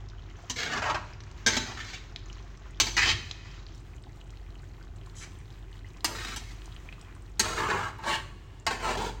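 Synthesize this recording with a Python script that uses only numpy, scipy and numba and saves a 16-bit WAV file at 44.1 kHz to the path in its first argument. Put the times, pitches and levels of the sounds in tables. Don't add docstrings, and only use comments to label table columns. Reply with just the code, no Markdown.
import sys
import numpy as np
from scipy import signal
from scipy.fft import rfft, irfft
from scipy.io import wavfile
from scipy.ndimage import uniform_filter1d, map_coordinates
from numba import njit

SR = 44100
rng = np.random.default_rng(int(sys.argv[2]) if len(sys.argv) > 2 else 0)


def store_pcm(level_fs):
    pcm = np.round(np.clip(level_fs, -1, 1) * 32767).astype(np.int16)
    wavfile.write(sys.argv[1], SR, np.atleast_2d(pcm).T)


N = 405719
TIME = np.arange(N) / SR
RING_TIME = TIME[:SR // 4]

# (time [s], relative level [dB])
HUM_LEVEL = [(0.3, -43), (1.7, -42.5), (2.8, -37.5), (3.8, -46), (5.5, -43), (7.8, -44.5), (8.8, -39.5)]
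# (frequency [Hz], gain [dB])
RUMBLE_COLOUR = [(20, -11.5), (34, -12.5), (45, -4.5), (70, 3), (102, 1), (135, -3.5), (200, -13.5),
                 (260, -14.5), (360, -11), (500, -24), (900, -24.5), (3000, -86.5)]
# (frequency [Hz], gain [dB])
SHUDDER_COLOUR = [(30, -23), (70, 5), (110, 8), (170, -13.5), (280, -11), (450, -20.5), (1500, -64)]
# (time [s], relative level [dB])
SIMMER_LEVEL = [(0.25, -53), (1.35, -54), (2.45, -52), (3.65, -51.5), (3.85, -57.5), (4.5, -56.5),
                (5.6, -54), (6.8, -53.5), (8.5, -60.5)]
# (frequency [Hz], gain [dB])
SIZZLE_COLOUR = [(300, -2.5), (600, -24), (1000, 3.5), (2500, -1.5), (4500, -10), (7000, -9.5), (9000, -19),
                 (11500, -26), (15500, -17)]
# (frequency [Hz], gain [dB])
BUBBLE_COLOUR = [(700, -1.5), (1500, -4.5), (3500, -4.5), (7000, -4.5), (9000, -5.5), (12000, -30)]
# (bursts [per s], middle pitch [Hz], pitch spread [octaves],
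# relative level [dB], middle length of ring [cycles])
BUBBLE_SIZES = [(55, 1150, 0.42, -3.5, 11), (59.7, 2800, 0.5, -1.5, 16), (16, 6700, 0.2, -0.5, 20)]
# (mean gap [s], change per step [dB])
FOLLOWERS = (0.013, -5)
# (start [s], length [s], relative level [dB], middle pitch [Hz])
SQUELCHES = [(3.46, 0.42, -65, 4400), (6.895, 0.079, -71, 2360), (6.98, 0.22, -59.5, 1590)]
# (time [s], relative level [dB], starting pitch [Hz],
# length of ring [cycles], snap [dB])
POPS = [(0.087, -41, 5070, 20, -3), (0.239, -42, 3560, 16, -11), (0.303, -36, 2850, 18, -14),
        (0.404, -38, 880, 14, -25), (1.135, -33, 4970, 22, -15), (1.205, -29, 3700, 11, -7),
        (1.237, -37, 5160, 10, -7), (1.314, -37, 6300, 16, -2), (2.161, -18, 3400, 12, -7.5),
        (2.300, -30, 2800, 24, -14), (2.329, -36, 5700, 18, -8), (2.574, -39.5, 6500, 14, 0),
        (2.709, -30, 8500, 28, -14), (3.312, -16, 3210, 3, -6), (3.514, -38.5, 5300, 24, -20),
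        (3.666, -35, 4220, 26, -11), (3.748, -40, 5150, 22, -6), (3.778, -42, 6300, 20, -10),
        (3.802, -43, 6950, 18, -8), (3.964, -43, 6400, 18, -6), (4.020, -46, 3750, 14, -9),
        (4.038, -36, 3500, 20, -7), (4.069, -38, 845, 22, -32), (4.092, -44, 3680, 17, -5),
        (4.171, -46, 780, 17, -27), (4.213, -35, 2720, 23, -15), (4.305, -41, 5240, 18, -2),
        (4.372, -41, 3950, 17, -8), (4.555, -39, 2750, 18, -9), (4.593, -41, 4350, 18, -11),
        (4.621, -45, 7200, 22, -9), (4.633, -42, 1520, 23, -16), (4.812, -38, 1450, 26, -27),
        (4.827, -42, 4550, 18, -7), (5.063, -40, 7000, 18, -7), (5.072, -38, 990, 18, -16),
        (5.098, -40, 3930, 19, -12), (5.388, -37, 8100, 26, -14), (5.457, -39, 3970, 12, -17),
        (5.504, -37, 3400, 20, -22), (5.553, -51, 2230, 15, -12), (5.591, -45, 7600, 20, -8),
        (5.729, -36, 3300, 20, -12), (5.792, -40, 3750, 16, -12), (5.846, -36.5, 1900, 30, -20),
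        (5.934, -46, 6760, 14, 0), (6.007, -34, 3630, 8.9, -6), (6.517, -38, 900, 18, -22),
        (6.619, -36, 3000, 14, -10), (6.658, -35, 7100, 12, -3), (6.678, -38, 890, 18, -29),
        (6.725, -35, 3480, 22, -16), (6.764, -33, 2810, 16, -6), (6.889, -26, 2300, 29, -19),
        (6.926, -27, 2470, 27, -5.5), (6.981, -39, 1140, 24, -27), (7.013, -31.5, 6360, 13, -3.5),
        (7.165, -41, 1000, 19, -19), (7.222, -35.5, 7850, 22, -17), (8.599, -35, 7000, 39, -13)]
# (frequency [Hz], relative level [dB], t60 [s])
POT_MODES = [(248.4, -6, 0.49), (341.7, -6, 0.27), (441, -8.5, 0.098), (643, -7.5, 0.46),
             (819, -5.5, 0.047), (883.5, 1, 0.14), (982.5, 0.5, 0.072), (1093, -5.5, 0.19),
             (1320, -10, 0.18), (1587, -2, 0.1), (1721, -2, 0.048), (1865, -2.5, 0.12), (2040, -5, 0.18),
             (2194, -4.5, 0.089), (2326, -6.5, 0.22), (2630, -7.5, 0.16), (2860, -3, 0.12),
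             (3190, -5.5, 0.14), (3990, -3, 0.24), (4130, -14.5, 0.16), (4526, -3, 0.03),
             (5150, -3.5, 0.025), (6120, -7.5, 0.25), (7300, -11, 0.13), (7120, -7.5, 0.12),
             (7554, -13.5, 0.32)]
# (start [s], length [s], relative level [dB],
# rise from start to end [dB], swell in the middle [dB], pot bottom [relative dB],
# blade edge [relative dB], blade resonance at start [Hz], at end [Hz], width [share of its pitch])
STROKES = [(0.557, 0.081, -35.5, -1, 2, -7.5, 3.5, 2257, 1797, 0.83),
           (0.655, 0.066, -37, 4.5, -0.5, -4, -2.5, 1725, 1560, 0.74),
           (0.718, 0.065, -30.5, -4, -1.5, -8.5, -5, 1590, 1385, 0.8),
           (0.816, 0.084, -29.5, 2, -2.5, -15, -7.5, 1370, 1113, 0.96),
           (0.945, 0.007, -29, -8.5, 7, -23, -9, 1040, 1030, 1.2),
           (1.498, 0.13, -39.5, -1, 5, -7, 3, 2096, 1710, 0.9),
           (1.658, 0.16, -46.5, -11, -2, -6, 1, 1360, 1484, 1.6),
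           (1.769, 0.037, -41, 6, -2, -17, -1.5, 1520, 1610, 0.54),
           (1.841, 0.088, -48.5, 4, 1, -21, 3.5, 1700, 1860, 1.2),
           (1.928, 0.035, -41.5, -7.5, 2, -11, -2, 2460, 2570, 0.89),
           (2.828, 0.14, -46.5, -14, -4, -1, 5.5, 2400, 2220, 1.8),
           (2.965, 0.13, -23, 2, 1, -23.5, -4, 2070, 2694, 0.93),
           (5.147, 0.089, -54.5, 3.5, 3, -7, -4.5, 6600, 6350, 0.65),
           (5.2, 0.04, -49.5, 4, 1, -13, -7, 2500, 2120, 1.1),
           (6.074, 0.077, -44.5, -2, 2.5, -2.5, -2.5, 1080, 1110, 1.8),
           (6.145, 0.2, -42, -3, 0.5, -7, 1.5, 1750, 1680, 0.66),
           (6.39, 0.13, -54, -8, -5, -15, 2, 2310, 2010, 0.5),
           (7.426, 0.18, -38.5, 3, 2, -2.5, -1, 1374, 1355, 0.81),
           (7.569, 0.11, -31.5, -0.5, 0.5, -7.5, -7.5, 1377, 1250, 0.85),
           (7.681, 0.069, -28.5, -2, -2.5, -5.5, -9, 1344, 1174, 0.95),
           (7.764, 0.11, -36.5, 1, 0.5, -13, -9, 1295, 1173, 0.76),
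           (7.984, 0.048, -45.5, 7, -3, -14, -6.5, 1070, 1090, 1.3),
           (8.034, 0.11, -36.5, 11, 10.5, -11.5, -5.5, 993, 1320, 0.96),
           (8.074, 0.065, -36, 8.5, 4, -26, -8, 2550, 2690, 0.64),
           (8.698, 0.11, -38.5, 0, 2, -5, -3.5, 1106, 883, 1.6),
           (8.821, 0.13, -33, -0.5, 4.5, -6.5, -5.5, 889, 836, 1.4),
           (8.967, 0.11, -37.5, -0.5, 2, 1, -3, 809, 1037, 1.2)]
# (frequency [Hz], gain [dB])
BOTTOM_COLOUR = [(90, -12), (170, 14.5), (250, 8), (340, 8.5), (440, 10), (530, -4.5), (660, -3), (900, -9),
                 (1300, -40), (3000, -79.5)]
# (frequency [Hz], gain [dB])
EDGE_COLOUR = [(1700, -21.5), (3000, 12.5), (4200, 9.5), (5300, 4.5), (6800, 3.5), (8500, 2), (11000, -13),
               (15500, -7.5)]
# (time [s], relative level [dB], treble tilt [dB per octave], rattle time [s],
# most strongly struck pitch [Hz], its t60 [s], thud [dB], tick [dB])
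KNOCKS = [(0.498, -21, 5.5, 0.0092, 6100, 0.092, 10, -13), (0.772, -26, -3.5, 0.0079, 1620, 0.04, -4, -30),
          (0.900, -21.5, -4, 0.012, 990, 0.058, -9, -37), (0.945, -19.5, -7, 0.0089, 910, 0.073, -15, -37),
          (1.463, -8.5, 3, 0.027, 1580, 0.053, 3.5, -32), (1.567, -15.5, 0.5, 0.0098, 3925, 0.3, 2, -15),
          (2.800, -8.5, 4.5, 0.016, 6137, 0.099, -1.5, -9.5),
          (2.867, -22.5, 0.5, 0.016, 4160, 0.05, 1, -14), (2.967, -16.5, 2, 0.02, 2010, 0.04, -8, -28),
          (3.056, -18.5, -3.5, 0.036, 2590, 0.08, -6.5, -33.5),
          (6.045, -15, 4.5, 0.01, 952, 0.042, 3, -8.5), (6.361, -26.5, 2.5, 0.017, 2880, 0.04, -4, -15),
          (7.395, -11.5, 4, 0.013, 6550, 0.038, 8.5, -14), (7.706, -21.5, -6, 0.0091, 1830, 0.08, -8, -44),
          (7.985, -35.5, -8, 0.013, 890, 0.06, -2, -21), (8.036, -29, -6, 0.021, 965, 0.06, -2, -31),
          (8.666, -14.5, -2.5, 0.011, 879, 0.1, -8, -25)]
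# (frequency [Hz], gain [dB])
KNOCK_COLOUR = [(100, -4), (260, 10), (560, -0.5), (950, 3), (2000, 3), (4000, 3.5), (6500, 1), (8300, -2),
                (11000, -19.5), (15500, -23)]
# (frequency [Hz], gain [dB])
DULL_COLOUR = [(4000, 0), (6500, 1), (7800, -6.5), (9200, -16), (11500, -10.5), (15000, -7)]


def undb(db):
    return 10 ** (np.asarray(db) / 20)


def unit(x):
    return x / np.sqrt(np.mean(x ** 2))


def unit_energy(x):
    return x / np.sqrt(np.sum(x ** 2))


def fade(t, t60):
    return np.exp(-np.log(1000) * t / t60)


def level_curve(points):
    return undb(np.interp(TIME, *np.transpose(points)))


def convolve(x, response):
    return signal.oaconvolve(x, response)[:len(x)]


def colour(x, points, tilt_db=0, size=4096):
    octave = np.log2(np.maximum(np.fft.rfftfreq(size, 1 / SR), 1))
    hz, db = np.transpose(points)
    tilt = tilt_db * np.clip(octave - np.log2(2000), -1, 2)
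    gain = undb(np.interp(octave, np.log2(hz), db) + tilt)
    cepstrum = irfft(np.log(gain))
    cepstrum[1:size // 2] *= 2
    cepstrum[size // 2 + 1:] = 0
    return convolve(x, irfft(np.exp(rfft(cepstrum))))


@njit
def band_pass(x, hz, width):
    y, band, low = np.empty(len(x)), 0., 0.
    for i in range(len(x)):
        g = np.tan(np.pi * hz[i] / SR)
        v = (band + g * (x[i] - low)) / (1 + g * (g + width))
        band, low, y[i] = 2 * v - band, low + 2 * g * v, width * v
    return y


def walk(rate):
    k = max(int(SR / rate), 1)
    steps = np.repeat(rng.standard_normal(N // k + 1), k)
    return unit(uniform_filter1d(uniform_filter1d(steps, k), k)[:N])


def add(track, s, sound):
    i = int(np.clip(s * SR, 0, N - 1))
    track[i:i + len(sound)] += sound[:N - i]


def scatter(t60):
    t = TIME[:SR // 4 if t60 < .25 else SR // 2]
    spectrum = rfft(rng.standard_normal(len(t)) * fade(t, t60))
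    flat = irfft(spectrum / np.abs(spectrum), len(t))
    return unit_energy(flat * fade(t, 4 * t60))


def drone(hum_hz=46.0, hum_db=-3, rumble_db=-48, mains_hz=101, mains_db=-56):
    hum = np.sin(2 * np.pi * np.cumsum(hum_hz + 1.54 * walk(14)) / SR)
    hum = unit(hum * (1 + 0.5 * np.tanh(walk(5))))
    mains = unit(np.sin(2 * np.pi * mains_hz * TIME) * undb(3.3 * walk(2.6)))
    rumble = unit(colour(rng.standard_normal(N), RUMBLE_COLOUR))
    return undb(hum_db) * level_curve(HUM_LEVEL) * hum + undb(mains_db) * mains + undb(rumble_db) * rumble


def sway(x, depth_s=0.0001, per_s=70):
    return map_coordinates(x, [(TIME + depth_s * walk(per_s)) * SR], mode="mirror")


def room(near, room_db=-10.0, room_t60=0.66):
    return undb(room_db) * sway(convolve(near, scatter(room_t60)))


def shudder(spatula, shudder_db=-11, settle_t60=0.66):
    memory = fade(TIME[:SR], settle_t60)
    effort = convolve(np.abs(spatula), memory / memory.sum())
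    return undb(shudder_db) * effort * unit(colour(rng.standard_normal(N), SHUDDER_COLOUR))


def bubble(hz, cycles, snap_db, glide=0.29, snap_t60=0.014, snap_cycles=1.2, open_share=0.04):
    t60 = cycles / hz
    t = TIME[:int(max(t60, snap_t60) * SR)]
    ring = np.sin(2 * np.pi * hz * (t + glide * t ** 2 / (2 * t60)))
    rasp = unit(uniform_filter1d(rng.standard_normal(len(t)), max(int(snap_cycles * SR / hz), 2)))
    opening = np.minimum(t / (open_share * t60), 1)
    return ring * (opening * fade(t, t60) + undb(snap_db) * rasp * fade(t, snap_t60))


def bursts(spread_db=2.5, snap_db=-16, most_followers=4):
    out, (gap_s, step_db) = np.zeros(N), FOLLOWERS
    for per_s, middle_hz, octaves, db, cycles in BUBBLE_SIZES:
        for when, size, run in rng.random((int(per_s * N / SR), 3)):
            s = when * N / SR
            size_db = db - spread_db * np.log(max(size, .02))
            for k in range(1 + int(most_followers * run ** 2)):
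                pitch, damping = np.clip(rng.standard_normal(2), -2, 2)
                hz = middle_hz * 2 ** (octaves * pitch)
                pop = bubble(hz, cycles * np.exp(.3 * damping), snap_db)
                add(out, s, undb(size_db + k * step_db) * pop)
                s += gap_s * rng.exponential()
    return out


def squelches(bubbles_per_s=810, reach_octaves=0.72, cycles=14, snap_db=-20):
    out = np.zeros(N)
    for s, length, db, middle_hz in SQUELCHES:
        cloud = np.zeros(N)
        for when, pitch, size in rng.random((int(bubbles_per_s * length), 3)):
            hz = middle_hz * 2 ** (reach_octaves * (2 * pitch - 1))
            add(cloud, s + when * length, size * np.sin(np.pi * when) * bubble(hz, cycles, snap_db))
        out += undb(db) * unit_energy(cloud) * np.sqrt(length * SR)
    return out


def simmer(bed_db=-4.0, sizzle_db=-7.5, flicker_db=2.0, bed_wall_db=-4, single_wall_db=-6, wall_t60=0.057):
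    bed, singles = bursts(), squelches()
    for s, db, hz, cycles, snap_db in POPS:
        add(singles, s, undb(db) * bubble(hz, cycles, snap_db))
    boil, walls = level_curve(SIMMER_LEVEL), scatter(wall_t60)
    bed = unit(bed + undb(bed_wall_db) * convolve(bed, walls))
    singles = singles + undb(single_wall_db) * convolve(singles, walls)
    bubbles = colour(undb(bed_db) * boil * bed + singles, BUBBLE_COLOUR)
    sizzle = unit(colour(rng.standard_normal(N), SIZZLE_COLOUR))
    return bubbles + sizzle * undb(sizzle_db + flicker_db * walk(19)) * boil


def pot_ring(detune_share=0.004, spot_db=1.5):
    ring = np.zeros(len(RING_TIME))
    for hz, db, t60 in POT_MODES:
        favour, detune, phase = rng.standard_normal(3)
        tone = np.sin(2 * np.pi * (hz * (1 + detune_share * detune) * RING_TIME + phase))
        ring += undb(db + spot_db * favour) * unit_energy(tone * fade(RING_TIME, t60))
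    return unit_energy(ring)


def contact(ring_db, dense_t60=0.068):
    crowd = unit_energy(rng.standard_normal(len(RING_TIME)) * fade(RING_TIME, dense_t60))
    return unit_energy(undb(ring_db) * pot_ring() + crowd)


def blade_ring(t60, lowest_hz=560, spacing_hz=330, count=22):
    t = TIME[:SR // 8]
    hz = lowest_hz + spacing_hz * (np.arange(count) + rng.random(count))
    modes = np.sin(2 * np.pi * (hz[:, None] * t + rng.random((count, 1))))
    return unit_energy(modes.sum(axis=0) * fade(t, t60))


def stick_slip(slip_hz=420, jitter=.3, size_db=4.0, grit_db=-4, judder_db=1.5):
    phase = np.cumsum(slip_hz * np.exp(.25 * walk(8) + jitter * walk(500))) / SR
    slips = np.diff(np.floor(phase), prepend=0) * undb(size_db * rng.standard_normal(N))
    grit = undb(grit_db) * rng.standard_normal(N)
    return (unit(slips - slips.mean()) + grit) * undb(judder_db * walk(55))


def scrapes(bottom_db=-1.5, edge_db=-1.5, glide=0.202, sliding_db=-2, sliding_t60=0.071,
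            pressed_ring_db=-8, attack_s=0.0057, release_t60=0.22, edge_db_per_octave=3.5):
    friction, out = stick_slip(), np.zeros(N)
    wobble = np.exp(.016 * walk(70))
    for s, length, db, rise_db, swell_db, on_bottom_db, on_edge_db, start_hz, end_hz, flex_width in STROKES:
        span = slice(int(s * SR), int((s + length + release_t60) * SR))
        t = TIME[span] - TIME[span][0]
        progress = np.minimum(t / length, 1)
        bite = np.minimum(t / attack_s, 1)
        release = fade(np.maximum(t - length, 0), release_t60)
        pressure = bite * undb(db + rise_db * (progress - .5)) * release
        swell = undb(swell_db * np.sin(np.pi * progress) ** 2)
        hz = start_hz * (end_hz / start_hz) ** progress
        bend = hz / np.sqrt(start_hz * end_hz)
        blade = convolve(friction[span], blade_ring(sliding_t60))
        gliding = map_coordinates(blade, [np.cumsum(bend ** glide * wobble[span])], mode="mirror")
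        rubbed = convolve(friction[span], contact(pressed_ring_db)) + undb(sliding_db) * gliding
        resonance = band_pass(band_pass(rubbed, hz, flex_width), hz, flex_width)
        flex = unit(resonance / np.sqrt(hz))
        bottom = unit(colour(rubbed, BOTTOM_COLOUR)) * undb(bottom_db + on_bottom_db)
        dulling_db = edge_db_per_octave * np.log2(bend)
        edge = unit(colour(rubbed, EDGE_COLOUR)) * undb(edge_db + on_edge_db + dulling_db)
        out[span] += pressure * swell * (flex + bottom + edge)
    return out


def knocks(gain_db=19.5, first_touch=0.48, struck_db=-9, ring_db=-6, tick_t60=0.018):
    out = np.zeros(N)
    for s, db, tilt_db, rattle_s, hz, struck_t60, thud_db, tick_db in KNOCKS:
        bounces = rng.standard_normal(len(RING_TIME))
        force = unit_energy(bounces * np.abs(bounces) * np.exp(-(RING_TIME / rattle_s) ** 2))
        force[0] += first_touch
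        body = colour(convolve(force, contact(ring_db)), KNOCK_COLOUR, tilt_db)
        body = unit_energy(colour(body, [(400, thud_db), (700, 0)]))
        tone = np.sin(2 * np.pi * hz * RING_TIME) * fade(RING_TIME, struck_t60)
        struck = unit_energy(convolve(force, tone))
        tick = scatter(tick_t60)
        knock = body + undb(struck_db) * struck + undb(tick_db) * tick
        add(out, s, undb(db + gain_db) * knock)
    return out


def scene():
    spatula = knocks() + scrapes()
    near = spatula + simmer()
    return (near + room(near) + shudder(spatula) + drone())[None]


def record(dry, dull_until_s=3.74, top_hz=16000):
    sound = np.where(TIME < dull_until_s, colour(dry[0], DULL_COLOUR), dry[0])
    steep_cut = signal.ellip(8, .2, 70, top_hz, fs=SR, output="sos")
    return signal.sosfilt(steep_cut, sound)[None]


dry = scene()
out = record(dry)
store_pcm(out)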